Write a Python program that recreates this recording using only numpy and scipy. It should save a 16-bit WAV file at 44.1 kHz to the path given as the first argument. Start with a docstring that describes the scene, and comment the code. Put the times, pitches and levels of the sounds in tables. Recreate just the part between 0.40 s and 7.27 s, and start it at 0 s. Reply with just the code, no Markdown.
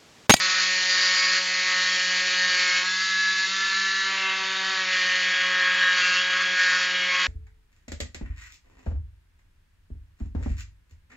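"""An electric cast saw cuts along a hard leg cast in a small treatment room.
Its blade swings about 183 times a second, and this periodic drive excites a harmonic series: motor hum
below, the buzz of shell and blade above. Tooth impacts and tearing fibres add rattle, rasp and hiss over
faint cooling air. Midway the saw is eased out of the cut; unloaded, it speeds up and sings more purely,
then grazes the shell and bites again."""
import sys
import numpy as np
from scipy import signal
from scipy.fft import rfft, irfft, next_fast_len
from scipy.io import wavfile

SR = 44100
rng = np.random.default_rng(int(sys.argv[2]) if len(sys.argv) > 2 else 0)


def transcribe(signal):
    """Save signal, clipped to [-1, 1], as a 16-bit WAV file at the path in sys.argv[1]."""
    frames = np.atleast_2d(signal).T
    limited = np.clip(frames, -1, 1)
    pcm = np.round(limited * 32767).astype(np.int16)
    wavfile.write(sys.argv[1], SR, pcm)


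N = 302967
TIME = np.arange(N) / SR
MAINS_HZ = 60


def from_db(db):
    return 10 ** (np.asarray(db) / 20)


def rms_one(x):
    return x / np.sqrt(np.mean(x ** 2) + 1e-20)


def in_time(rows):
    """Linear interpolation of (seconds, value) rows at every sample."""
    return np.interp(TIME, *np.transpose(rows))


def filtered(x, gain_at):
    """Zero-phase filtering: the spectrum is multiplied by a gain that depends on frequency."""
    size = next_fast_len(N + 4096)
    return irfft(rfft(x, size) * gain_at(np.fft.rfftfreq(size, 1 / SR)), size)[:N]


def coloured(x, spectrum):
    """Spectral shaping by an envelope drawn on a log-frequency axis; the result has rms 1."""
    points_hz, level_db = np.transpose(spectrum)
    return rms_one(filtered(x, lambda hz: from_db(np.interp(np.log(hz + 1), np.log(points_hz), level_db))))


def drift(rate_hz):
    """Slow random fluctuation of rms 1: low-passed noise, computed at every 20th sample."""
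    pole = np.exp(-40 * np.pi * rate_hz / SR)
    slow = signal.lfilter([1], [1, -2 * pole, pole * pole], rng.standard_normal(N // 20 + 1002))[1000:]
    return np.interp(np.arange(N) / 20, np.arange(len(slow)), rms_one(slow))


def partial(cycles, harmonic, roughness, dispersion=.065):
    """A harmonic with random amplitude and phase modulation; dispersion makes higher ones lag."""
    angle = 2 * np.pi * (harmonic * cycles - dispersion * harmonic ** 2)
    in_phase = (1 + roughness * drift(13)) * np.cos(angle)
    quadrature = 0.77 * roughness * drift(13) * np.sin(angle)
    return np.sqrt(2) * (in_phase + quadrature)


def mains_ripple(once, twice):
    """Torque ripple: the motor pulses once and twice per mains cycle."""
    angle = 2 * np.pi * MAINS_HZ * TIME
    return once * np.cos(angle) + twice * np.cos(2 * angle)


def room(x, t60_s=.3):
    """Reverberation: dense reflections from near walls decay exponentially."""
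    age = TIME[:SR // 2]
    tail = rng.standard_normal(len(age)) * from_db(-60 * age / t60_s) * (age > .004)
    return signal.fftconvolve(x, tail / np.linalg.norm(tail))[:N]


# Spectrum of the motor's cooling air. Each row: frequency in Hz, relative density in dB.
AIR_SPECTRUM = [(25, -2), (55, -42.5), (100, -8), (150, -11), (240, -22.5), (310, -9.5), (480, -2.5),
                (670, -10), (900, -2), (4000, -51)]
def cooling_air(bite):
    """Flow noise from the motor's cooling air, a little louder under load."""
    return from_db(-58.945 + 3.27 * bite) * coloured(rng.standard_normal(N), AIR_SPECTRUM)


def winding_hum():
    """Mains hum: the windings vibrate at the fifth harmonic of the supply."""
    return from_db(-65) * partial(MAINS_HZ * TIME, 5, roughness=0.27)


def knocks(strokes, uneven_db, jitter_s):
    """An impulse train: the teeth hit the kerf going out and more lightly coming back."""
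    out = np.zeros(N)
    for phase, strength in ((0, 0.75), (.43, 0.32)):
        at = np.flatnonzero(np.diff(np.floor(strokes - phase)) > 0)
        timing, height = rng.standard_normal((2000, 2))[:len(at)].T
        at = np.clip(at + np.round(jitter_s * SR * timing).astype(int), 0, N - 1)
        out[at] += strength * from_db(uneven_db * height)
    return out


def smeared(x, spread_s):
    """Multipath propagation: the shell spreads a knock in time without favouring a pitch."""
    age = TIME[:SR // 40]
    paths = rfft(rng.standard_normal(len(age)) * np.exp(-age / spread_s), 2 * len(age))
    all_pass = np.fft.fftshift(irfft(paths / np.abs(paths)))
    return signal.oaconvolve(x, all_pass)[len(age):len(age) + N]


def sawing(strokes, spectrum, grit, spread_s, bunching, uneven_db, jitter_s):
    """Impact and fracture noise: teeth knock and fibres tear; grit is the tearing's share of the power."""
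    clicks = knocks(strokes, uneven_db, jitter_s)
    # the point of contact slides, so the paths change and single partials come and go
    slide = 1.2 * drift(1.5)
    hits = np.cos(slide) * smeared(clicks, spread_s) + np.sin(slide) * smeared(clicks, spread_s)
    bursts = np.exp(bunching * np.cos(2 * np.pi * strokes))
    tearing = rng.standard_normal(N) * bursts * from_db(uneven_db * 1.5 * np.tanh(drift(140) / 1.5))
    excitation = np.sqrt(1 - grit) * rms_one(hits) + np.sqrt(grit) * rms_one(tearing)
    return coloured(excitation * (1 + mains_ripple(once=0.06, twice=0.03)), spectrum)


# Spectrum of the cast's shell. Each row: frequency in Hz, relative density in dB.
SHELL_SPECTRUM = [(760, -38.5), (930, -18), (1080, -4), (1450, -4), (1720, 4), (1950, -1), (2300, -19),
                  (3000, -46.5)]
def shell_rattle(strokes, bite, drive_db, rise_db_per_s=.5):
    """Forced vibration of the shell, growing as the cut moves along the cast."""
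    gain = from_db(-40.5 + rise_db_per_s * TIME + drive_db - 2 * (1 - bite))
    return gain * sawing(strokes, SHELL_SPECTRUM, grit=0.81, spread_s=.0015,
                         bunching=0.24, uneven_db=3.5, jitter_s=8e-5)


# Spectrum of the rasping kerf. Each row: frequency in Hz, relative density in dB.
KERF_SPECTRUM = [(1400, -53.5), (1800, -11.5), (2100, 0), (2560, 0), (2900, 1.5), (3270, 0.5), (3500, -4),
                 (3850, -3.5), (4020, -25), (5000, -40.5)]
def kerf_rasp(strokes, bite, force_db):
    """Abrasion in the kerf, its power proportional to the bite."""
    gain = np.sqrt(bite) * from_db(-31 + .75 * force_db)
    return gain * sawing(strokes, KERF_SPECTRUM, grit=0.52, spread_s=.0026,
                         bunching=0.51, uneven_db=-1.0, jitter_s=3e-5)


# Spectrum of the loose blade. Each row: frequency in Hz, relative density in dB.
LOOSE_SPECTRUM = [(1400, -37.5), (2000, -2), (2400, -15), (2750, -3.5), (3100, -9.5), (3800, -4),
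                  (3950, -4), (4600, -33.5)]
def loose_blade(strokes, bite, force_db):
    """Broadband vibration of the loose blade, which replaces the rasp as the bite eases."""
    gain = np.sqrt(1 - bite) * from_db(-31.95 + .75 * force_db)
    return gain * sawing(strokes, LOOSE_SPECTRUM, grit=0.42, spread_s=.0029,
                         bunching=0.25, uneven_db=-1.3, jitter_s=1e-5)


# Spectrum of the teeth. Each row: frequency in Hz, relative density in dB.
TEETH_SPECTRUM = [(3000, -43), (3700, -7), (4000, -10), (4220, 0), (4480, -3.5), (4760, -3), (5100, -10),
                  (5550, -8.5), (6250, -12), (6500, -11), (6780, -10.5), (7050, -12.5)]
def tooth_hiss(strokes, bite, drive_db, fade_db_per_s=1.4159):
    """High-frequency contact noise of the teeth, fading along the cut and weaker when they only graze."""
    grazing = 1 - np.abs(2 * bite - 1)
    gain = from_db(-23.5 - fade_db_per_s * TIME + drive_db - 3 * grazing)
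    return gain * sawing(strokes, TEETH_SPECTRUM, grit=0.36 + 0.1 * bite, spread_s=.0033,
                         bunching=0.077, uneven_db=1.0, jitter_s=1e-5)


# Squeals. Each row: start and end in seconds, harmonic number of the stroke rate, level in dB.
SQUEAL_EVENTS = [(0, .24, 23, -35), (.413, 1.018, 26, -31.5), (.55, 0.896, 12, -32), (1.05, 1.62, 11, -44),
                 (1.27, 1.9, 17, -40.5), (2.12, 2.433, 12, -37), (2.985, 3.77, 20, -40.5),
                 (3.758, 3.974, 14, -38), (4.7, 6.9, 18, -38), (5.01, 5.637, 6, -48), (5.518, 5.82, 8, -43),
                 (5.58, 5.853, 15, -29), (6.1, 6.458, 8, -39), (6.524, 6.784, 12, -31),
                 (6.675, 6.9, 6, -41)]
def squeals(strokes, swell_s=0.075):
    """Resonant amplification: as the blade shifts in the kerf, single partials swell, hold and let go."""
    out = np.zeros(N)
    for start, end, harmonic, level_db in SQUEAL_EVENTS:
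        swell = np.clip(np.minimum(TIME - start, end - TIME) / swell_s, 0, 1)
        out += from_db(level_db) * swell * partial(strokes, harmonic, roughness=0.39)
    return out


# Rasp, rattle, ring or hiss swells as the saw presses in or its free blade sings. Each row: start and
# end in seconds, then the change in force, shell rattle, blade ring and tooth hiss, all in dB.
SAW_SWELLS = [(-.1, 0.282, .8, 6, 0, 1.5), (.49, 1.05, 1, 5, 1, .5), (1.223, 1.56, 1, 2.5, 0.5, -0.5),
              (1.936, 2.207, 0.5, 2, 5, 1), (2.118, 2.498, 1, 2.5, 1, 0.5), (2.7, 3.15, -0.4, -1.5, 6.5, 0),
              (3.08, 3.82, -0.5, 2.5, 4.5, 0.5), (3.78, 3.997, 1, 1.5, -4, -3),
              (4.206, 4.44, 0.5, 2.5, 5, 1), (4.46, 4.874, 2, 0, 2, -1), (4.84, 5.176, 1.5, 2, 2.5, -2),
              (5.104, 5.56, 1.5, 4.5, 5.5, -2.5), (5.51, 5.85, 1.5, 4, 1, 3), (5.88, 6.09, 0, 6.5, -1, 1),
              (6.13, 6.38, 1, 2.5, 8, 4), (6.292, 6.498, 0, 5.5, 3.5, 5), (6.68, 6.92, 3, 3.5, 0.5, 1)]
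def swells(attack_s=0.069, release_s=0.075):
    """Amplitude envelopes: each swell builds up, holds and eases off; four dB curves."""
    out = np.zeros((4, N))
    for start, end, *levels_db in SAW_SWELLS:
        shape = np.clip(np.minimum((TIME - start) / attack_s, (end - TIME) / release_s), 0, 1)
        out += np.outer(levels_db, shape)
    return out


# Slips of the teeth. Each row: start in seconds, force lost in dB, further ring lost in dB.
TOOTH_SLIPS = [(.98, 2.5, 7), (2.441, 1, -3.5), (3.05, 0, 20), (4.41, 1, 4)]
def slips(slip_s=0.037, regrip_s=0.068):
    """Frictional slip: grip is lost suddenly and recovers exponentially; two dB curves."""
    out = np.zeros((2, N))
    for start, *lost_db in TOOTH_SLIPS:
        age = TIME - start
        shape = np.clip(age / slip_s, 0, 1) * np.exp(-np.maximum(age - slip_s, 0) / regrip_s)
        out += np.outer(lost_db, shape)
    return out


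# Motor speed, higher off load. Each row: time in seconds, strokes per second.
STROKE_RATE = [(0.0, 184.6), (0.56, 183.6), (0.92, 184.2), (1.92, 182.8), (2.24, 181.7), (2.38, 182.1),
               (2.65, 188.0), (3.04, 188.7), (3.13, 192.7), (3.71, 192.8), (3.94, 190.7), (4.32, 190.3),
               (4.56, 183.4), (5.42, 182.6), (5.66, 181.3), (5.99, 183.0), (6.68, 181.5), (6.87, 182.2)]
# Contact with the cast. Each row: time in seconds, state (0 free, 1 grazing, 2 biting).
BLADE_CONTACT = [(0, 1.73), (2.38, 1.88), (2.48, 0.16), (2.65, 0.012), (3.58, 0.25), (3.75, 1), (4.36, 1),
                 (4.52, 1.91), (6.87, 1.81)]
def blade_motion():
    """Phase-modulated oscillation: returns strokes elapsed, their rate in Hz and the bite from 0 to 1."""
    stroke_hz, bite = in_time(STROKE_RATE), in_time(BLADE_CONTACT) / 2
    stagger = (0.38 + bite) * mains_ripple(once=0.0028, twice=0.0034)
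    snagging = (0.0032 + 0.003 * bite) * drift(9.2)
    return np.cumsum(stroke_hz) / SR + stagger + snagging, stroke_hz, bite


# The blade's main resonance. Each row: time in seconds, centre frequency in Hz.
RESONANCE_CENTRE = [(0, 1900), (1.2, 1760), (1.32, 1800), (2.4, 1715), (4.7, 1773), (5.4, 1685),
                    (5.95, 1625), (6.24, 1726), (6.87, 1676)]
def blade_resonance_db(hz, width_hz=113, peak_db=2.5):
    """Response of a damped resonator whose centre shifts with the grip of the kerf."""
    detuning = 2 * (hz - in_time(RESONANCE_CENTRE)) / width_hz
    return peak_db - 10 * np.log10(1 + detuning ** 2)


# Line spectra of the saw in its three states. Each row: harmonic number, relative level in dB.
FREE_LINES = [(1, -24), (2, -28.5), (3, -33), (4, -38), (5, -23.5), (6, -12.5), (7, -5), (8, -12.5), (9, 0),
              (10, -21), (11, -13), (12, -24.5), (13, -14.5), (14, -21.5)]
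GRAZING_LINES = [(1, -18), (2, -14.5), (3, -16.5), (4, -14), (5, -7.5), (6, -1), (7, -3.5), (8, -2),
                 (9, -3), (10, -2), (11, -1.5), (12, -11.5), (13, -5), (14, -8)]
BITING_LINES = [(1, -24), (2, -26.5), (3, -17), (4, -26), (5, -23), (6, -15.5), (7, -12.5), (8, -13),
                (9, 0), (10, 1.5), (11, -7), (12, -6.5), (13, -7), (14, -12)]
def saw_buzz(strokes, stroke_hz, bite, force_db, rattle_db, ring_db, fundamental_db=-54):
    """Periodic forcing: motor, shell and blade each radiate a range of harmonics of the stroke rate."""
    states_db = np.array([FREE_LINES, GRAZING_LINES, BITING_LINES])[:, :, 1].T
    grip = np.clip(2 * bite - 1, 0, 1)
    out = np.zeros(N)
    for harmonic, relative_db in enumerate(states_db - states_db[0], start=1):
        level_db = fundamental_db + np.interp(bite, [0, .5, 1], relative_db)
        if harmonic <= 5:   # motor hum
            lift_db, roughness = 0, 0.27
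        elif harmonic <= 8:   # shell buzz
            lift_db, roughness = force_db + rattle_db - 3.16, 0.21
        elif harmonic <= 10:   # blade ring, near the main resonance
            resonance_db = grip * blade_resonance_db(harmonic * stroke_hz)
            lift_db, roughness = resonance_db + ring_db + 0.21 * force_db, 0.14
        else:   # upper blade buzz
            lift_db, roughness = 0.97 * force_db - 0.85, 0.21
        out += from_db(level_db + lift_db) * partial(strokes, harmonic, roughness)
    return out


def scene():
    """Superposition of saw and cast at one point an arm's length away."""
    strokes, stroke_hz, bite = blade_motion()
    force_db, rattle_db, ring_db, hiss_db = swells()
    force_lost_db, ring_lost_db = slips()
    force_db -= force_lost_db
    ring_db -= ring_lost_db
    cutting = shell_rattle(strokes, bite, force_db + rattle_db)
    cutting += kerf_rasp(strokes, bite, force_db) + loose_blade(strokes, bite, force_db)
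    cutting += tooth_hiss(strokes, bite, force_db + hiss_db)
    cutting *= from_db(0.8 * bite * drift(22))   # the weave of the cast resists unevenly
    air = cooling_air(bite)
    buzz = saw_buzz(strokes, stroke_hz, bite, force_db, rattle_db, ring_db)
    tones = buzz + winding_hum() + squeals(strokes)
    mono = air + from_db(-6) * room(cutting) + cutting + tones
    return np.stack([mono, mono])


def record(dry, cutoff_hz=7280):
    """Band limiting: a narrow-band microphone channel cuts the treble steeply."""
    return np.stack([filtered(x, lambda hz: np.clip((cutoff_hz - hz) / 60 + .5, 0, 1)) for x in dry])


dry = scene()
out = record(dry)
transcribe(out)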